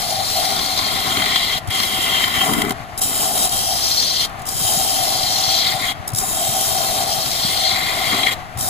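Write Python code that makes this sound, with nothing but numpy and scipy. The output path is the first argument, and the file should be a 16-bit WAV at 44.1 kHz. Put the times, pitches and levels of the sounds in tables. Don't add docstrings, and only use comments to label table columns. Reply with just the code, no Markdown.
import sys
import numpy as np
from scipy import signal
from scipy.fft import rfft, irfft, next_fast_len
from scipy.io import wavfile
from scipy.ndimage import uniform_filter1d

SR = 44100
rng = np.random.default_rng(int(sys.argv[2]) if len(sys.argv) > 2 else 0)


def int16_out(signal):
    q = np.round(np.clip(np.atleast_2d(signal).T, -1, 1) * 32767)
    wavfile.write(sys.argv[1], SR, q.astype(np.int16))


N = 383229
T = np.arange(N) / SR
M = next_fast_len(N)
HZ = np.fft.rfftfreq(M, 1 / SR)


def gain_of(db):
    return 10 ** (np.asarray(db) / 20)


def evened(x):
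    return x / np.sqrt(np.mean(x ** 2, -1, keepdims=True) + 1e-20)


def read(points, hz):
    f, value = np.transpose(points)
    return np.interp(np.log(hz + 1), np.log(f + 1), value)


def coloured(x, db):
    return evened(irfft(rfft(x, M) * gain_of(db), M)[:, :N])


def flutter(seconds):
    size = max(round(seconds * SR), 1)
    once = uniform_filter1d(rng.standard_normal(N), size)
    return evened(uniform_filter1d(once, size))


def drifting(x, patchy_db, hz, seconds):
    z = signal.stft(x, nperseg=512)[2]
    bins, frames = round(hz * 512 / SR), round(seconds * SR / 256)
    patches = rng.standard_normal(z.shape[1:])
    for _ in range(2):
        patches = uniform_filter1d(patches, bins, axis=0)
        patches = uniform_filter1d(patches, frames, axis=1)
    patched = z * gain_of(patchy_db * patches / patches.std())
    return evened(signal.istft(patched, nperseg=512)[1][:, :N])


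def slid(spectrum, shift_hz):
    turning = np.exp(2j * np.pi * np.cumsum(shift_hz) / SR)
    return (np.fft.ifft(spectrum, M)[:, :N] * turning).real


# (frequency [Hz], relative level per Hz [dB])
LATHE_COLOUR = [(15, -4), (40, -5.5), (105, 2), (200, -6), (500, -15.5), (750, 1.5), (950, -11), (1150, -6),
                (1600, -9.5), (2100, -13), (3500, -19.5), (6000, -27), (12000, -30), (22000, -61)]
LATHE_DB = -33


def lathe():
    rumble = coloured(rng.standard_normal((2, N)), read(LATHE_COLOUR, HZ))
    return gain_of(LATHE_DB + 1.3 * flutter(0.03)) * rumble


# (time [s], level before the port balance [dB], pitch [Hz])
LOUD_PUFFS = [(0.925, -21, 141), (1.056, -22, 170), (1.67, -15, 100), (1.973, -21, 300), (2.363, -22, 99.6),
              (2.471, -12, 248), (2.508, -9, 230), (2.524, -14, 220), (2.552, -14, 240), (2.569, -10, 224),
              (2.653, -14, 252), (2.787, -26, 110), (3.038, -24, 102), (3.579, -28, 90), (4.538, -20, 116),
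              (4.6, -21, 150), (4.635, -21, 104), (4.758, -18, 180), (4.989, -24, 95), (5.221, -25, 128),
              (5.464, -22, 131), (5.664, -27, 90), (5.734, -21, 124), (5.985, -21, 91), (6.12, -14, 116),
              (6.217, -26, 156), (6.344, -21, 118), (6.476, -22, 131), (6.722, -26, 102), (7.17, -22, 126),
              (7.433, -18, 177), (8.057, -23, 120), (8.13, -16, 233), (8.295, -32, 85), (8.546, -21, 95),
              (8.569, -21, 110), (8.598, -23, 128), (8.654, -23, 109)]
SMALL_PUFFS = 60
SMALL_DB, SMALL_SPREAD_DB = -35, 2.5
SMALL_HZ, SMALL_SPREAD = 120, 0.16


def puffs():
    out = np.zeros((2, N + SR))
    t = np.arange(0, .06, 1 / SR) - .018
    size, pitch = rng.standard_normal((SMALL_PUFFS, 2)).T
    small_db = SMALL_DB + SMALL_SPREAD_DB * size
    small_hz = SMALL_HZ * np.exp(SMALL_SPREAD * pitch)
    small = zip(rng.uniform(0, N / SR, SMALL_PUFFS), small_db, small_hz)
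    for at, level_db, hz in LOUD_PUFFS + list(small):
        phase = rng.random()
        right_turn = rng.normal(0, 0.61) * min(100 / hz, 1) ** 2
        swing = np.cos(2 * np.pi * (hz * t + phase + np.array([[0], [right_turn]])))
        fall_cycles = rng.uniform(0.52, 0.72)
        swell = np.exp(-abs(t * hz / np.where(t < 0, .6, fall_cycles)))
        out[:, round(at * SR):][:, :len(t)] += gain_of(level_db) * swing * swell
    return out[:, :N] * gain_of([[3.5], [-3]])


# (time [s], change of the shaking [dB], negative is a drop)
GRAIN_CHANGES = [(0.381, 5), (0.398, 7), (0.453, 7), (0.49, 7), (0.522, 8), (0.594, 8), (0.697, -5),
                 (0.776, 8), (0.79, 12.5), (0.843, 5), (0.925, 1), (1.169, 11), (1.22, 9.5), (1.26, 10),
                 (1.313, 0), (1.359, 14), (1.363, 8), (1.495, 5), (1.524, 8.5), (1.562, -1), (1.748, 7),
                 (1.801, 10), (1.833, 11), (1.887, -3), (1.998, -2), (2.062, 5), (2.239, 12.5), (2.352, -2),
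                 (2.415, 6), (3.55, -5), (3.624, 6), (3.904, 9), (4.027, 8), (4.107, 5), (4.175, -7),
                 (4.925, -1), (5.063, 1), (5.361, 5), (5.54, 4), (5.593, 4), (5.615, 2), (5.64, -3),
                 (5.732, 1), (6.477, 11), (7.06, 9), (7.315, 5), (7.573, 9), (7.694, 8.5), (7.712, 6),
                 (7.773, 8), (7.813, 1), (7.938, 9), (8.148, 5), (8.217, 4), (8.232, 12), (8.268, 13),
                 (8.32, 1)]
CHANGE_RISE_S, CHANGE_FALL_S = 0.0011, 0.0019
SMALL_CATCHES, SMALL_CATCH_DB = 420, 2.06


def grip_changes():
    small_at = rng.uniform(.02, N / SR - .02, SMALL_CATCHES)
    small_db = SMALL_CATCH_DB * np.minimum(rng.exponential(1, SMALL_CATCHES), 2)
    at, size = np.r_[GRAIN_CHANGES, np.c_[small_at, small_db]].T
    db = np.zeros(N)
    np.add.at(db, np.round(at * SR).astype(int), size)
    t = np.arange(-400, 401) / SR
    shape = np.exp(-(t / np.where(t < 0, CHANGE_RISE_S, CHANGE_FALL_S)) ** 2)
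    return signal.oaconvolve(db, shape, "same")


# (time [s], scrape level [dB], depth of cut [0-1],
# lean of the ringing to the gouge's upper bands [0-1], headstock hum [dB], extra squeal [dB])
PASS_CURVES = [
    [(0.0, -23.5, 0.42, 0.52, -30, 2), (0.11, -24, 0.45, 0.68, -27.5, -5), (0.2, -26, 0.55, 0.65, -23, -5),
     (0.3, -23, 0.44, 0.69, -36, -5), (0.39, -21.5, 0.47, 0.62, -20.5, 0),
     (0.49, -23.5, 0.57, 0.67, -25, -6), (0.65, -25, 0.6, 0.74, -33.5, -1),
     (0.85, -24.5, 0.71, 0.68, -29, -4), (0.95, -24.5, 0.74, 0.57, -32.5, -1.5),
     (1.11, -24, 0.72, 0.58, -32.5, 3), (1.27, -25, 0.85, 0.54, -29, -1),
     (1.33, -25.5, 0.88, 0.61, -31.5, 1), (1.53, -25, 0.82, 0.63, -39, 4), (1.585, -26, 0.81, 0.6, -33, 4)],
    [(1.705, -28, 0.84, 0.47, -43, 4), (1.76, -22.5, 0.67, 0.5, -45, 6), (1.8, -22.5, 0.72, 0.56, -42, 3),
     (1.94, -23.5, 0.71, 0.46, -37, 6.5), (2.16, -23, 0.85, 0.51, -33.5, 4.5),
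     (2.36, -17.5, 0.88, 0.38, -30, 2), (2.4, -22.5, 0.85, 0.36, -33, 8.5),
     (2.46, -19.5, 0.71, 0.1, -24, 2.5), (2.55, -25.5, 0.75, 0.0, -33, 3), (2.64, -27, 0.88, 0.1, -24.5, 3),
     (2.68, -27, 0.89, 0.1, -27, -4.5), (2.722, -40, 0.74, 0.0, -30, 2)],
    [(3.017, -16.5, 0.0, 0.15, -35, 6), (3.06, -20.5, 0.12, 0.1, -40, 6), (3.12, -21, 0.34, 0.13, -35, -1),
     (3.24, -17.5, 0.2, 0.24, -27.5, 4), (3.3, -20.5, 0.2, 0.2, -27.5, 3),
     (3.45, -17, 0.18, 0.28, -25.5, 5), (3.62, -21.5, 0.13, 0.56, -35, 8.5),
     (3.72, -22, 0.06, 0.55, -26, 8.5), (3.8, -21, 0.18, 0.66, -36, 4), (3.95, -21.5, 0.23, 0.78, -42, 4),
     (4.11, -25, 0.42, 0.92, -43, 4.5), (4.22, -24, 0.52, 0.83, -40, 7), (4.255, -23.5, 0.57, 0.7, -37, 2)],
    [(4.473, -22.5, 0.01, 0.33, -53, -2), (4.58, -18, 0.08, 0.3, -41, 4),
     (4.68, -17.5, 0.1, 0.33, -27.5, 7), (4.9, -19, 0.19, 0.44, -28, 6.5), (5.1, -20, 0.35, 0.56, -25, 1.5),
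     (5.36, -23.0, 0.41, 0.74, -31, 1.5), (5.54, -22, 0.53, 0.78, -29, 5), (5.6, -23.5, 0.57, 0.83, -30, 3),
     (5.66, -25, 0.79, 0.8, -35, -1), (5.76, -23.5, 0.72, 0.62, -21.5, -4), (5.84, -23, 0.9, 0.51, -37, -6),
     (5.92, -28, 0.89, 0.53, -37, 10)],
    [(6.168, -20, 0.0, 0.2, -51, -7), (6.19, -20, 0.0, 0.07, -50, -4.5), (6.24, -22.5, 0.3, 0, -30.5, -9),
     (6.3, -21.5, 0.2, 0.12, -38, -4), (6.42, -19.5, 0.18, 0.34, -26.5, 3.5),
     (6.65, -18.5, 0.2, 0.37, -29.5, 2), (6.92, -21, 0.35, 0.54, -25.5, -5),
     (7.06, -21, 0.44, 0.56, -26.5, -9), (7.12, -23, 0.3, 0.59, -25.5, 4.0),
     (7.26, -23, 0.42, 0.57, -33, -3), (7.4, -22.5, 0.48, 0.68, -32, 2.5),
     (7.54, -22.5, 0.58, 0.63, -30.5, 4), (7.67, -24, 0.7, 0.79, -27, 3),
     (7.77, -24.5, 0.88, 0.61, -30.5, -6), (7.95, -24.5, 0.85, 0.46, -30.5, -5),
     (8.12, -23.5, 0.82, 0.53, -30.5, 4.5), (8.25, -26, 0.92, 0.47, -25.5, -2),
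     (8.3, -23.5, 1, 0.4, -37, 5), (8.335, -25.5, 0.9, 0.54, -36, 2)],
    [(8.59, -23, 0, 0.28, -44, -13), (8.69, -19, 0.03, 0.14, -28, -9)],
]
TOUCH_DB_PER_S, LIFT_DB_PER_S = 1400, 1098
# (time [s], level change [dB], half-length to 1/e [s])
HAND_EASING = [(0.064, -1, 0.02), (2.31, -7.5, 0.057), (2.596, 2, 0.02), (2.654, -5.5, 0.039),
               (3.495, -9, 0.023), (4.537, -5, 0.069), (5.79, -4.5, 0.052), (7.056, -5.5, 0.013),
               (8.304, -8.5, 0.0072)]
# (time [s], level, played 1.5 dB lower [dB])
EDGE_SKIPS = [(1.672, -27), (1.683, -30), (1.703, -30), (2.276, -19.5), (2.533, -15.5), (2.616, -15.5),
              (2.646, -25), (2.692, -20.5), (2.705, -18), (2.718, -25), (2.975, -18), (2.983, -21.5),
              (2.989, -19), (3.014, -25), (3.491, -18), (4.2078, -22), (4.3924, -36), (4.417, -32),
              (4.452, -29), (4.464, -24), (4.487, -19), (4.52, -23), (6.075, -16.5), (6.087, -23),
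              (6.1, -28), (6.116, -33), (6.132, -23), (6.146, -20), (6.157, -17), (6.171, -19),
              (6.1824, -14), (6.1974, -18), (6.21, -25), (8.572, -26), (8.584, -24), (8.607, -16)]
SKIP_S = 0.0064
# (time [s], level [dB])
CHIP_TICKS = [(4.2715, -33), (4.2975, -33)]
TICK_S = 0.00073
HOVER_DB = -57


def edge():
    s, *columns = np.transpose(sum(PASS_CURVES, []))
    scrape_db, depth, lean, hum_db, squeal_db = (np.interp(T, s, c) for c in columns)
    away_db = []
    for curve in PASS_CURVES:
        before_db = TOUCH_DB_PER_S * (curve[0][0] - T)
        after_db = LIFT_DB_PER_S * (T - curve[-1][0])
        away_db.append(np.maximum(before_db, after_db))
    touch = gain_of(-np.clip(np.min(away_db, axis=0), 0, 99))
    eased_db = sum(change_db * np.exp(-((T - at) / length) ** 2) for at, change_db, length in HAND_EASING)
    contact = touch * gain_of(eased_db)
    power = (contact * gain_of(scrape_db)) ** 2 + gain_of(HOVER_DB) ** 2
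    for at, tick_db in CHIP_TICKS:
        power += gain_of(tick_db) ** 2 * np.exp(-((T - at) / TICK_S) ** 2)
    u = np.arange(0, 8, 1.68 / (SKIP_S * SR))
    skip = (u * np.exp(1 - u)) ** 2
    for at, skip_db in EDGE_SKIPS:
        part = power[round(at * SR):][:len(u)]
        part += (gain_of(skip_db - 1.5) * skip)[:len(part)] ** 2
    return np.sqrt(power), contact, touch ** 0.21 * depth, touch ** 0.26 * lean, hum_db, squeal_db


# (level over the scrape [dB], change per depth [dB], change per lean [dB],
# constant idle level [dB]); the headstock takes only its idle level from here
PART_SHAKING = [(-20, 16.5, -18, -54), (0, 0, 0, -42), (-21, 18, -3.5, -46), (-35, 36, 2.5, -55),
                (-24, 21.5, 6, -62), (-39, 21.5, 30, -74), (-33.5, 6.5, 39, -70), (-19, -9, 27, -65)]
# (time [s], length [s], start at the rest [dB], at the blank [dB])
REST_JUDDERS = [(0.497, 0.39, -36, -32.5), (.8, .3, -37, -30.5), (1.035, 0.32, -32, -27.5),
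                (2.462, 0.268, -22.5, -26.5), (2.607, 0.15, -35, -36), (8.102, 0.12, -29, -26)]
JUDDER_RISE_S, JUDDER_FADE_DB_PER_S = 0.02, -32
WANDER_DB, WANDER_S = 1.53, 0.021
RING_ON_DB, RING_ON_T60_S = -13.5, .16
REST, HEADSTOCK, BLANK, SQUEALING = 0, 1, 2, 4


def shaking_gains(hand):
    gain, contact, depth, lean, hum_db, squeal_db = hand
    cutting = []
    for over_db, depth_db, lean_db, _ in PART_SHAKING:
        level_db = over_db + depth_db * depth + lean_db * lean + WANDER_DB * flutter(WANDER_S)
        cutting.append(gain * gain_of(level_db))
    cutting[HEADSTOCK] = contact * gain_of(hum_db)
    cutting[SQUEALING] = cutting[SQUEALING] * gain_of(squeal_db)
    for at, length, rest_db, blank_db in REST_JUDDERS:
        ramp = np.clip(np.minimum(T - at, at + length - T) / JUDDER_RISE_S, 0, 1)
        swell = ramp * gain_of(JUDDER_FADE_DB_PER_S * np.clip(T - at, 0, length))
        cutting[REST] = np.hypot(cutting[REST], swell * gain_of(rest_db))
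        cutting[BLANK] = np.hypot(cutting[BLANK], swell * gain_of(blank_db))
    keep = gain_of(-2 * 60 / (RING_ON_T60_S * SR))
    tails = gain_of(2 * RING_ON_DB) * signal.lfilter([1 - keep], [1, -keep], np.square(cutting))
    idle = [gain_of(2 * row[3]) for row in PART_SHAKING]
    return [np.sqrt(c ** 2 + tail + still) for c, tail, still in zip(cutting, tails, idle)]


CHIPS_PER_S, CHIP_SPREAD_DB, CHIP_SHARE = 1500, 4, .45


def tearing(quick_db, slow_db):
    chip_gain = gain_of(CHIP_SPREAD_DB * np.minimum(rng.exponential(1, N), 3))
    chips = (rng.random(N) < CHIPS_PER_S / SR) * chip_gain
    fibres = evened(rng.standard_normal((2, N)))
    strands = fibres + CHIP_SHARE * evened(chips * rng.choice([-1., 1.], (2, N)))
    grip_db = quick_db * flutter(0.0012) + slow_db * flutter(0.02)
    return evened(strands * gain_of(grip_db))


# (frequency [Hz], width [Hz], relative level [dB])
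PART_MODES = [
    [(201.6, 102, -6), (279, 100, -5), (399.4, 78, -6)],
    [(649.8, 57, -8), (703.7, 43, -9), (761.3, 34.6, 1), (838.6, 34, -10.5)],
    [(1064, 200, -1.5), (1392, 334, -2)],
    [(1856, 300, -8.5), (2059, 114, 0.5), (2300, 320, -7.5)],
    [(3187, 86, -0.5), (3293, 116, -8), (2895, 430, -13.5)],
    [(3958, 123, 1.5), (3538, 225, -1), (3804, 180, -10.5)],
    [(4190, 170, -2), (4630, 410, -9)],
    [(5220, 1300, 2.5), (6030, 900, -6.5)],
]
# (time [s], shift before each part's share [%])
PITCH_BEND = [(0, 1), (.65, 2.5), (1.0, 0.62), (1.35, 0), (1.9, 1), (2.25, -1.43), (2.7, -1), (3.05, -1.5),
              (3.6, .5), (4.1, 0.86), (4.55, -1.5), (5.0, -0.66), (5.5, 1.4), (5.9, 2.6), (6.2, 0),
              (7.0, 0), (7.5, 2.14), (8.3, 1.5), (8.6, 0.3)]
BEND_SHARE = [0.0045, 0.011, 0.027, .9, 1.1, .4, .4, 0.0072]


def ringing(hand, change_db):
    bend = np.interp(T, *np.transpose(PITCH_BEND)) / 100
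    fibres = drifting(tearing(quick_db=1.6, slow_db=.4), patchy_db=.7, hz=200, seconds=.08)
    shaking = rfft(fibres * gain_of(change_db), M)
    even = rfft(rng.standard_normal((2, N)), M)
    out = 0
    for k, (modes, gain) in enumerate(zip(PART_MODES, shaking_gains(hand))):
        peaks = np.array([gain_of(db) / (1 + 2j * (HZ - hz) / width) ** 2 for hz, width, db in modes])
        peaks = abs(peaks).sum(axis=0) * np.exp(1j * np.angle(peaks.sum(axis=0)))
        rung = (even if k == HEADSTOCK else shaking) * peaks
        if BEND_SHARE[k]:
            rung = slid(rung, BEND_SHARE[k] * bend * HZ[abs(peaks).argmax()])
        else:
            rung = irfft(rung, M)[:, :N]
        out = out + gain * evened(rung)
    return out


# (frequency [Hz], relative level per Hz [dB])
LIGHT_COLOUR = [(200, -11), (500, -11.5), (1600, -46), (2600, -18), (3600, -15.5), (6000, -5.5), (8300, 8),
                (11000, 2), (14500, -3.5), (22000, -21)]
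# (frequency [Hz], relative level per Hz [dB])
DEEP_COLOUR = [(200, -2), (500, 3), (1600, -4), (2600, 3.5), (3600, 5), (6000, -2), (8300, 5),
               (11000, -6.5), (14500, -7.5), (22000, -34)]
# (frequency [Hz], width [Hz],
# height over the hiss in a light scrape [dB], in a deep cut [dB])
GOUGE_MODES = [(3165, 135, 10, 9.5), (3830, 310, 17.5, 6.5), (5100, 380, 14, 9.5), (5370, 260, -6, 0.5),
               (5660, 290, 11, -6), (6930, 136, 10.5, 7.5), (7390, 170, 1, 10.5), (7710, 290, 9.5, -22),
               (8160, 830, -6, 4), (9080, 156, 8.5, 10.5), (10160, 370, 9, -2.5), (11550, 260, -6, 4.5),
               (12000, 340, 2, 13.5), (13140, 420, 5.5, 13)]
DEEP_AT_REST, DEEP_PER_DEPTH, DEEP_PER_LEAN = 0.017, 0.53, 0.48
CHANGE_IN_HISS = 0.28


def scrape(hand, change_db):
    gain, _, depth, lean, *_ = hand
    fibres = drifting(tearing(quick_db=1.0, slow_db=.5), patchy_db=1.5, hz=300, seconds=.12)
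    shapes = np.array([1 / (1 + (2 * (HZ - hz) / width) ** 2) for hz, width, *_ in GOUGE_MODES])
    light_db, deep_db = np.array(GOUGE_MODES)[:, 2:].T @ shapes
    light_cut = coloured(fibres, read(LIGHT_COLOUR, HZ) + light_db)
    deep_cut = coloured(fibres, read(DEEP_COLOUR, HZ) + deep_db)
    deep = np.clip(DEEP_AT_REST + DEEP_PER_DEPTH * depth + DEEP_PER_LEAN * lean, 0, 1)
    hiss = (1 - deep) * light_cut + deep * deep_cut
    return gain * gain_of(CHANGE_IN_HISS * change_db) * hiss


# (frequency [Hz], shared part [0-1])
PORT_LIKENESS = [(100, .1), (250, .85), (600, .85), (950, .4), (1200, .6), (2000, .65), (2600, .3),
                 (3200, .55), (4200, .65), (5500, .7), (6300, .4), (9000, .68), (11200, .4), (15000, .4)]
# (frequency [Hz], gain difference [dB])
PORT_BALANCE = [(60, 9), (300, 4.5), (760, 5), (1100, 6), (1450, 2.5), (2050, 7.5), (2950, 1), (4300, 6),
                (5500, 3), (7300, 2), (9000, 0.5), (10200, 4), (11000, -2.5), (13200, 7), (14000, -4),
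                (15500, 10)]
# (frequency [Hz], phase [rad])
HOUSING_TURN = [(0, 0), (250, .2), (550, .7), (850, 2), (1000, .3), (1400, 0), (2200, -3.2), (3200, -1.7),
                (3700, 1.2), (4000, 0), (5800, -.4), (6300, -3), (7300, 1.3), (8200, 5.1), (9200, 6.3),
                (10700, 8), (11100, 5.6), (13600, 8.3), (15200, 3.7)]
RIGHT_LAG_S = .00027


def ports(strands):
    near, other = rfft(strands, M)
    same = np.clip(read(PORT_LIKENESS, HZ), 0, 1)
    late = np.exp(1j * (read(HOUSING_TURN, HZ) - 2 * np.pi * HZ * RIGHT_LAG_S))
    right = same * near * late + np.sqrt(1 - same ** 2) * other
    balance = gain_of(read(PORT_BALANCE, HZ) / 2)
    return irfft([near * balance, right / balance], M)[:, :N]


def scene():
    hand, change_db = edge(), grip_changes()
    through_ports = lathe() + ringing(hand, change_db) + scrape(hand, change_db)
    return puffs() + ports(through_ports)


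PORT_HZ, PORT_WIDTH_HZ, PORT_DB = 15450, 350, 9
BAND_LIMIT_HZ = 15520


def record(dry):
    resonance_db = PORT_DB / (1 + (2 * (HZ - PORT_HZ) / PORT_WIDTH_HZ) ** 2)
    heard = irfft(rfft(dry, M) * gain_of(resonance_db), M)[:, :N]
    rounded = heard / (1 + heard ** 4) ** (1 / 4)
    low_pass = signal.firwin(1023, BAND_LIMIT_HZ, window=("kaiser", 8), fs=SR)
    return signal.oaconvolve(rounded, low_pass[None], "same")


dry = scene()
out = record(dry)
int16_out(out)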